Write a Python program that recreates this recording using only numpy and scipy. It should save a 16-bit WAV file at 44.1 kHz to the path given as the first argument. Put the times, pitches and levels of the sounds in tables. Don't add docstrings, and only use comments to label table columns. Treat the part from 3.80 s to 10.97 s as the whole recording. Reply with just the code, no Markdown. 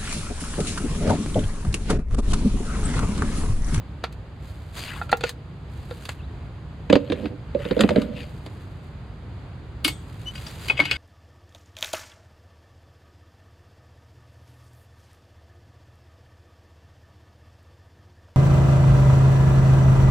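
import sys
import numpy as np
from scipy import signal
from scipy.fft import rfft, irfft, next_fast_len
from scipy.io import wavfile
from scipy.ndimage import uniform_filter1d, map_coordinates

SR = 44100
rng = np.random.default_rng(int(sys.argv[2]) if len(sys.argv) > 2 else 0)


def master(y):
    cut = np.clip(np.atleast_2d(y).T, -1, 1)
    pcm = np.round(cut * 32767)
    wavfile.write(sys.argv[1], SR, pcm.astype(np.int16))


def amplitude_ratio(level_db):
    exponent = np.asarray(level_db, float) / 20
    return 10 ** exponent


N = 316197

# time in
# seconds, level in dB, struck pitch in Hz, crack in dB over the usual crack of that object.
CUP_BLOWS = [(.24, -17.5, 830, -14), (.326, -54.5, 4000, 7), (1.214, -19.5, 1037, -39),
             (1.221, -23.5, 970, -31), (1.294, -28.5, 1360, -14.5), (1.317, -32, 734, 1),
             (1.328, -1.5, 910, -26.5), (1.371, -53.5, 3000, 22), (1.409, -32.5, 477, -7.5),
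             (1.438, -17, 524, -11.5), (1.493, -32, 2000, 7), (2.11, -28.5, 554, -16),
             (2.254, -39, 2300, 2.5), (2.291, -34, 3100, 1)]
TRAY_BLOWS = [(3.1, -7.5, 340, -11.5), (3.128, -7, 584, -6), (3.155, -6, 412, -10), (3.3, -12, 290, -14),
              (3.321, -18, 490, -5), (3.457, -22, 273, -8), (3.748, -14, 570, -18.5),
              (3.852, -22, 466, -8.5), (3.91, -14, 490, -10.5), (3.966, -11.5, 490, -21),
              (3.993, -14.5, 474, -7.5), (4.008, -16.5, 218, 5), (4.036, -4.5, 244, -15.5),
              (4.091, -19.5, 240, -1), (4.107, -14.5, 486, -12), (4.16, -13.5, 544, -9),
              (4.175, -9, 277, -23), (4.218, -40, 213, 11.5), (4.663, -39.5, 710, 5)]
CUTTER_BLOWS = [(6.047, -11.5, 2890, -14), (6.0791, -19, 2210, -11), (6.554, -32.5, 3000, -20.5),
                (6.578, -33, 2980, -28), (6.6653, -26.5, 4470, -29), (6.8838, -23.5, 2520, -17.5),
                (6.8985, -1, 2530, -40.5), (6.9751, -18, 2500, -33.5), (6.9914, -6, 2200, -41.5),
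                (7.0, -1.5, 2200, -35), (7.0539, -18, 2200, -26.5), (7.1117, -9, 2610, -29)]
HOLE_BLOWS = [(6.053, -19, 305, -33), (6.992, -14, 570, -29), (7.006, -18.5, 305, -34)]
# nominal frequency in Hz, relative level in dB, undamped t60 in seconds.
CUP_MODES = [(484, -7, 0.58), (753, -0.5, 0.025), (1376, 0.5, 0.091), (1850, 11.5, 0.0092),
             (2610, 1.5, 0.1), (2970, -12, 0.093), (3510, 3.5, 0.065), (3840, 13.5, 0.016),
             (4440, 7.5, 0.074)]
TRAY_MODES = [(120, 0, 0.76), (218, 6, 0.87), (290, 5.5, 0.67), (374.6, 1.5, 0.23), (490, 3.5, 0.86),
              (570, 0, 0.79)]
CUTTER_MODES = [(1540, 3, 0.043), (2200, 2, 0.085), (2530, 0.5, 0.081), (2890, 2, 0.048), (3030, -9, 0.21),
                (3310, -7, 0.27), (3560, -12, 0.32), (4775, 3, 0.13), (5570, 7, 0.19), (6700, -8.5, 0.43),
                (7760, -6, 0.44), (8480, 1, 0.4), (11200, -8.5, 0.54)]
HOLE_MODES = [(305, -14, 0.28), (570, -7, 0.058)]
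# start in seconds, length in seconds, first and last level in dB.
ROCKING_STROKES = [(3.35, 0.19, -27.5, -40), (3.997, 0.28, -29, -41)]
# start in
# seconds, length in seconds, first level in dB, last level in dB, centre of the resonance in Hz.
SCRAPE_STROKES = [(1, 0.18, -43.5, -37.5, 4440), (1.482, 0.028, -31.5, -69, 3080),
                  (3.191, 0.27, -56, -48, 2260), (3.809, 0.44, -44, -44, 1700),
                  (4.371, 0.062, -43, -46.5, 2530), (6.978, 0.19, -38, -33.5, 2460)]
# time in seconds, pitch in Hz, level in dB.
SQUEAK_GLIDE = [(6.458, 2930, -47), (6.488, 3040, -31), (6.512, 3010, -51)]
# start in seconds, length in seconds, first and last level in dB.
RUSTLE_STROKES = [(0.65, 0.27, -49.5, -62), (0.982, 0.27, -33.5, -51.5), (1.925, 0.4, -56.5, -45.5),
                  (4.38, 0.7, -55.5, -64), (6.144, 0.55, -59.5, -43.5), (6.568, 0.31, -56.5, -37.5)]
# frequency in Hz, relative density in dB per Hz.
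CLOTH_SPECTRUM = [(1500, 9.5), (9000, 7)]
# time in seconds, pitch in Hz, level in dB.
BIRD_GLIDE = [(2.385, 3100, -63), (2.408, 2550, -53), (2.43, 3500, -66), (2.452, 4100, -57)]
# frequency in Hz, relative density in dB per Hz.
AIR_SPECTRUM = [(30, -26.5), (59, -2.5), (148, -7), (200, -17), (534, -27), (1230, -31.5), (2300, -38.5),
                (4500, -45), (15500, -59.5)]
# frequency in Hz, likeness from 0 to 1.
AIR_LIKENESS = [(60, 1.0), (380, 0.93), (2380, 0.34)]
# frequency in Hz, gain in dB.
TREBLE_COLOUR = [(4900, 0.5), (5350, -16), (6700, -4), (13500, -11.5), (14700, -19)]


def unit(x):
    return x / np.sqrt(np.mean(x ** 2) + 1e-20)


def along(points, hz):
    f, v = np.transpose(points)
    return np.interp(np.log(hz + 1), np.log(f + 1), v)


def curves(rows, silent=None):
    s, *cols = np.transpose(rows)
    return [np.interp(np.arange(N) / SR, s, c, silent, silent) for c in cols]


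def wobble(rate):
    knots = rng.standard_normal(int(N * rate / SR) + 4)
    return map_coordinates(knots, [np.arange(N) * rate / SR])


def filtered(x, response):
    m = next_fast_len(x.shape[-1] + 8192)
    spectrum = rfft(x, m) * response(np.fft.rfftfreq(m, 1 / SR))
    return irfft(spectrum, m)[..., :x.shape[-1]]


def sides(db):
    return amplitude_ratio(np.array([db / 2, -db / 2]))


def hump(f, hz, octaves):
    return np.exp(-.5 * (np.log2((f + 1) / hz) / octaves) ** 2)


def resonances(f, modes, width_hz):
    return sum(amplitude_ratio(db) * 1j * f * width_hz / (hz * hz - f * f + 1j * f * width_hz) for hz, db, _ in modes)


def rush(spectrum, alike):
    def shape(hz):
        turn = np.arccos(np.clip(along(alike, hz), 0, 1)) / 2
        return amplitude_ratio(along(spectrum, hz)) * [np.cos(turn), np.sin(turn)]
    mid, side = filtered(rng.standard_normal((2, N)), shape)
    return unit(np.array([mid + side, mid - side]))


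def stroke(start, length, first_db, last_db):
    rise_db_per_s, fall_db_per_s = 346, 289
    t = np.arange(N) / SR - start
    edges_db = rise_db_per_s * np.clip(-t, 0, None) + fall_db_per_s * np.clip(t - length, 0, None)
    return amplitude_ratio(first_db + (last_db - first_db) * np.clip(t / length, 0, 1) - edges_db)


def ringing(t, modes, struck_hz, dull, reach_db, rise, press, left, ring_pan_db, apart, detune, rough, freedom):
    hz, level, t60 = np.transpose(modes)[:, :, None]
    octaves = np.log2(hz / struck_hz)
    strength = level - reach_db * (1 + 1.04 * dull) * np.sqrt(abs(octaves))
    strength = strength - 2.3 * dull * np.clip(octaves, 0, None) + rng.normal(0, 1.96, hz.shape)
    held = hz * (1 + detune * rng.standard_normal(hz.shape))
    lag = apart * np.clip(hz / 600, 0, 1) * rng.standard_normal(hz.shape)
    pan_db = ring_pan_db * np.clip(hz / 500, 0, 1)
    knots = rng.standard_normal((len(hz), 40))
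    places = np.broadcast_arrays(np.arange(len(hz))[:, None], 70 * t)
    flutter = rough * map_coordinates(knots, places, order=1)
    uneven_db = 6.4 * flutter * np.clip(t / (3 * press), 0, 1)
    decay = amplitude_ratio(strength - strength.max() + uneven_db - 60 * t / (freedom * t60))
    phase = 2 * np.pi * held * t + 1.06 * flutter[::-1]
    ring = np.array([np.sum(decay * amplitude_ratio(side * pan_db) * np.sin(phase + side * lag), 0) for side in (.5, -.5)])
    left = np.clip(left, 0, 1)
    contact = left + (1 - left) * np.exp(-(t / press) ** 2)
    return ring * contact * (1 - np.exp(-t / (rise * (1 + dull))))


def cracking(t, lead, level_db, tilt_db, crack_t60):
    slope_db = tilt_db + 0.55 * level_db
    bumps = list(zip(np.geomspace(600, 16000, num=14), 3 * rng.standard_normal(14)))

    def colour(f):
        return f / (f + 900) * amplitude_ratio(slope_db * np.log2(f / 2500 + 1) + along(bumps, f))
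    shared, own = rng.standard_normal((2, len(t)))
    pair = shared + np.outer([.25, -.25], own)
    grit = unit(filtered(pair, colour))
    duller = filtered(grit, lambda f: amplitude_ratio(-f / 1300))
    grazing = 0.5 * (t / lead) ** 3 * grit
    long_part = duller * amplitude_ratio(-60 * (t - lead) / crack_t60)
    short_part = 0.63 * grit * amplitude_ratio(-60 * (t - lead) / 0.014)
    return amplitude_ratio(level_db) * np.where(t < lead, grazing, long_part + short_part)


def scattered(dry, t):
    tail = rng.standard_normal((2, SR // 4)) * amplitude_ratio(-60 * t[:SR // 4] / .14)
    return signal.fftconvolve(dry, tail / np.linalg.norm(tail[0]), axes=1)[:, :len(t)]


def blows(events, modes, reach_db, rise, press, left, ring_pan_db, crack_t60, crack_db, tilt_db, apart,
          detune=.025, rough=1, free=lambda s: 1):
    out, t = np.zeros((2, N + SR)), np.arange(SR // 2) / SR
    lead = .008
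    for s, db, struck_hz, sharp_db in events:
        dull = np.clip(-(crack_db + sharp_db) / 20, 0, 2)
        ring = ringing(t, modes, struck_hz, dull, reach_db, rise, press, left, ring_pan_db, apart,
                       detune, rough, free(s))
        ring = np.pad(ring, ((0, 0), (round(lead * SR), 0)))[:, :len(t)]
        dry = ring + cracking(t, lead, crack_db + sharp_db, tilt_db, crack_t60)
        hit = dry + amplitude_ratio(-14) * scattered(dry, t)
        out[:, round((s - lead) * SR):][:, :len(t)] += amplitude_ratio(db) * hit
    return out[:, :N]


def cup():
    return blows(CUP_BLOWS, CUP_MODES, reach_db=15.5, rise=0.00029, press=0.017, left=0.07, ring_pan_db=-3.5,
                 crack_t60=0.073, crack_db=7.5, tilt_db=-7.5, apart=0.48)


def tray():
    def free(s):
        return .5 if s < 3.6 else 1
    boom = blows(TRAY_BLOWS, TRAY_MODES, reach_db=6, rise=0.0015, press=0.016, left=0.087, ring_pan_db=-7.5,
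                 crack_t60=0.069, crack_db=-3.0, tilt_db=-9, apart=0.94, free=free)
    tumbles = [(s, db + sharp_db, 3000, -30) for s, db, _, sharp_db in TRAY_BLOWS]
    return boom + blows(tumbles, CUP_MODES, reach_db=11.5, rise=0.00025, press=0.0026, left=0.071,
                        ring_pan_db=2.5, crack_t60=0.017, crack_db=-29, tilt_db=-4, apart=0.4)


def cutter():
    def buried(s):
        return np.interp(s, [6.3, 6.9], [1, .6])
    return blows(CUTTER_BLOWS, CUTTER_MODES, reach_db=13.0, rise=0.0013, press=0.0096, left=0.44,
                 ring_pan_db=4.0, crack_t60=0.12, crack_db=16.0, tilt_db=0.5, apart=0.86,
                 detune=0.0041, rough=0.54, free=buried)


def hole():
    return blows(HOLE_BLOWS, HOLE_MODES, reach_db=13, rise=0.00082, press=0.0085, left=0.28, ring_pan_db=-6.5,
                 crack_t60=0.024, crack_db=-22, tilt_db=-18, apart=0.25)


def rocking():
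    uneven = rng.standard_normal(N) * amplitude_ratio(5 * wobble(60))
    drum = filtered(uneven, lambda f: resonances(f, TRAY_MODES, 30) * hump(f, 260, 1))
    return sides(-8.5)[:, None] * unit(drum) * sum(stroke(*row) for row in ROCKING_STROKES)


def scrapes():
    sink_oct_per_s = 10.5
    cutter_from_s = 6
    grit = rng.standard_normal(N) * amplitude_ratio(3.5 * wobble(500))
    hz, _, z = signal.stft(grit, SR, nperseg=256)
    flares = uniform_filter1d(rng.standard_normal(z.shape), size=2, axis=0)
    flares = uniform_filter1d(flares, size=12, axis=1)
    z = z * amplitude_ratio(3.5 * unit(flares))
    t = np.arange(z.shape[1]) * 128 / SR
    out = np.zeros(N)
    for i, (start, length, first_db, last_db, centre) in enumerate(SCRAPE_STROKES):
        sunk = sink_oct_per_s * np.clip(t - start, 0, length) * (i == 0)
        shape = 0.17 + hump(hz[:, None], centre * 2 ** -sunk, 0.64)
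        tone = signal.istft(z * shape, SR, nperseg=256)[1][:N]
        if start > cutter_from_s:
            tone = filtered(tone, lambda f: 0.25 + hump(f, centre, 1) * resonances(f, CUTTER_MODES, 80))
        out += stroke(start, length, first_db, last_db) * unit(tone)
    return sides(5.3)[:, None] * out


def whistle(rows, overtone_db, rough_db):
    pitch, _ = curves(rows)
    _, level_db = curves(rows, silent=-120)
    turns = 2 * np.pi * np.cumsum(pitch * (1 + .008 * wobble(400))) / SR
    level = uniform_filter1d(amplitude_ratio(level_db), size=200)
    tone = np.sin(turns) + amplitude_ratio(overtone_db) * np.sin(2 * turns)
    return np.sqrt(2) * level * amplitude_ratio(rough_db * wobble(80)) * tone


def squeak():
    return whistle(SQUEAK_GLIDE, overtone_db=-8, rough_db=4) * sides(4.0)[:, None]


def rustle():
    rest_db = -76
    motion = amplitude_ratio(rest_db) + sum(stroke(*row) for row in RUSTLE_STROKES)
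    grain_db = 1.2 * wobble(45) + 2.5 * wobble(350)
    return motion * amplitude_ratio(grain_db) * rush(CLOTH_SPECTRUM, [(2000, 0.7)])


def bird():
    return whistle(BIRD_GLIDE, overtone_db=-30, rough_db=2.5)


def air():
    level_db = -37 + .7 * wobble(5)
    return amplitude_ratio(level_db) * rush(AIR_SPECTRUM, AIR_LIKENESS) * sides(-0.73)[:, None]


def scene():
    struck = cup() + tray() + cutter() + hole()
    rubbed = rocking() + scrapes() + squeak() + rustle()
    return struck + rubbed + bird() + air()


def roll_off(x):
    return signal.sosfilt(signal.butter(12, 16470, fs=SR, output="sos"), x)


def record(dry):
    top_hz = 15900
    heard = filtered(dry, lambda hz: amplitude_ratio(along(TREBLE_COLOUR, hz)) * (hz < top_hz))
    clipped = heard / (1 + abs(heard / .97) ** 6) ** (1 / 6)
    return roll_off(clipped)


dry = scene()
out = record(dry)
master(out)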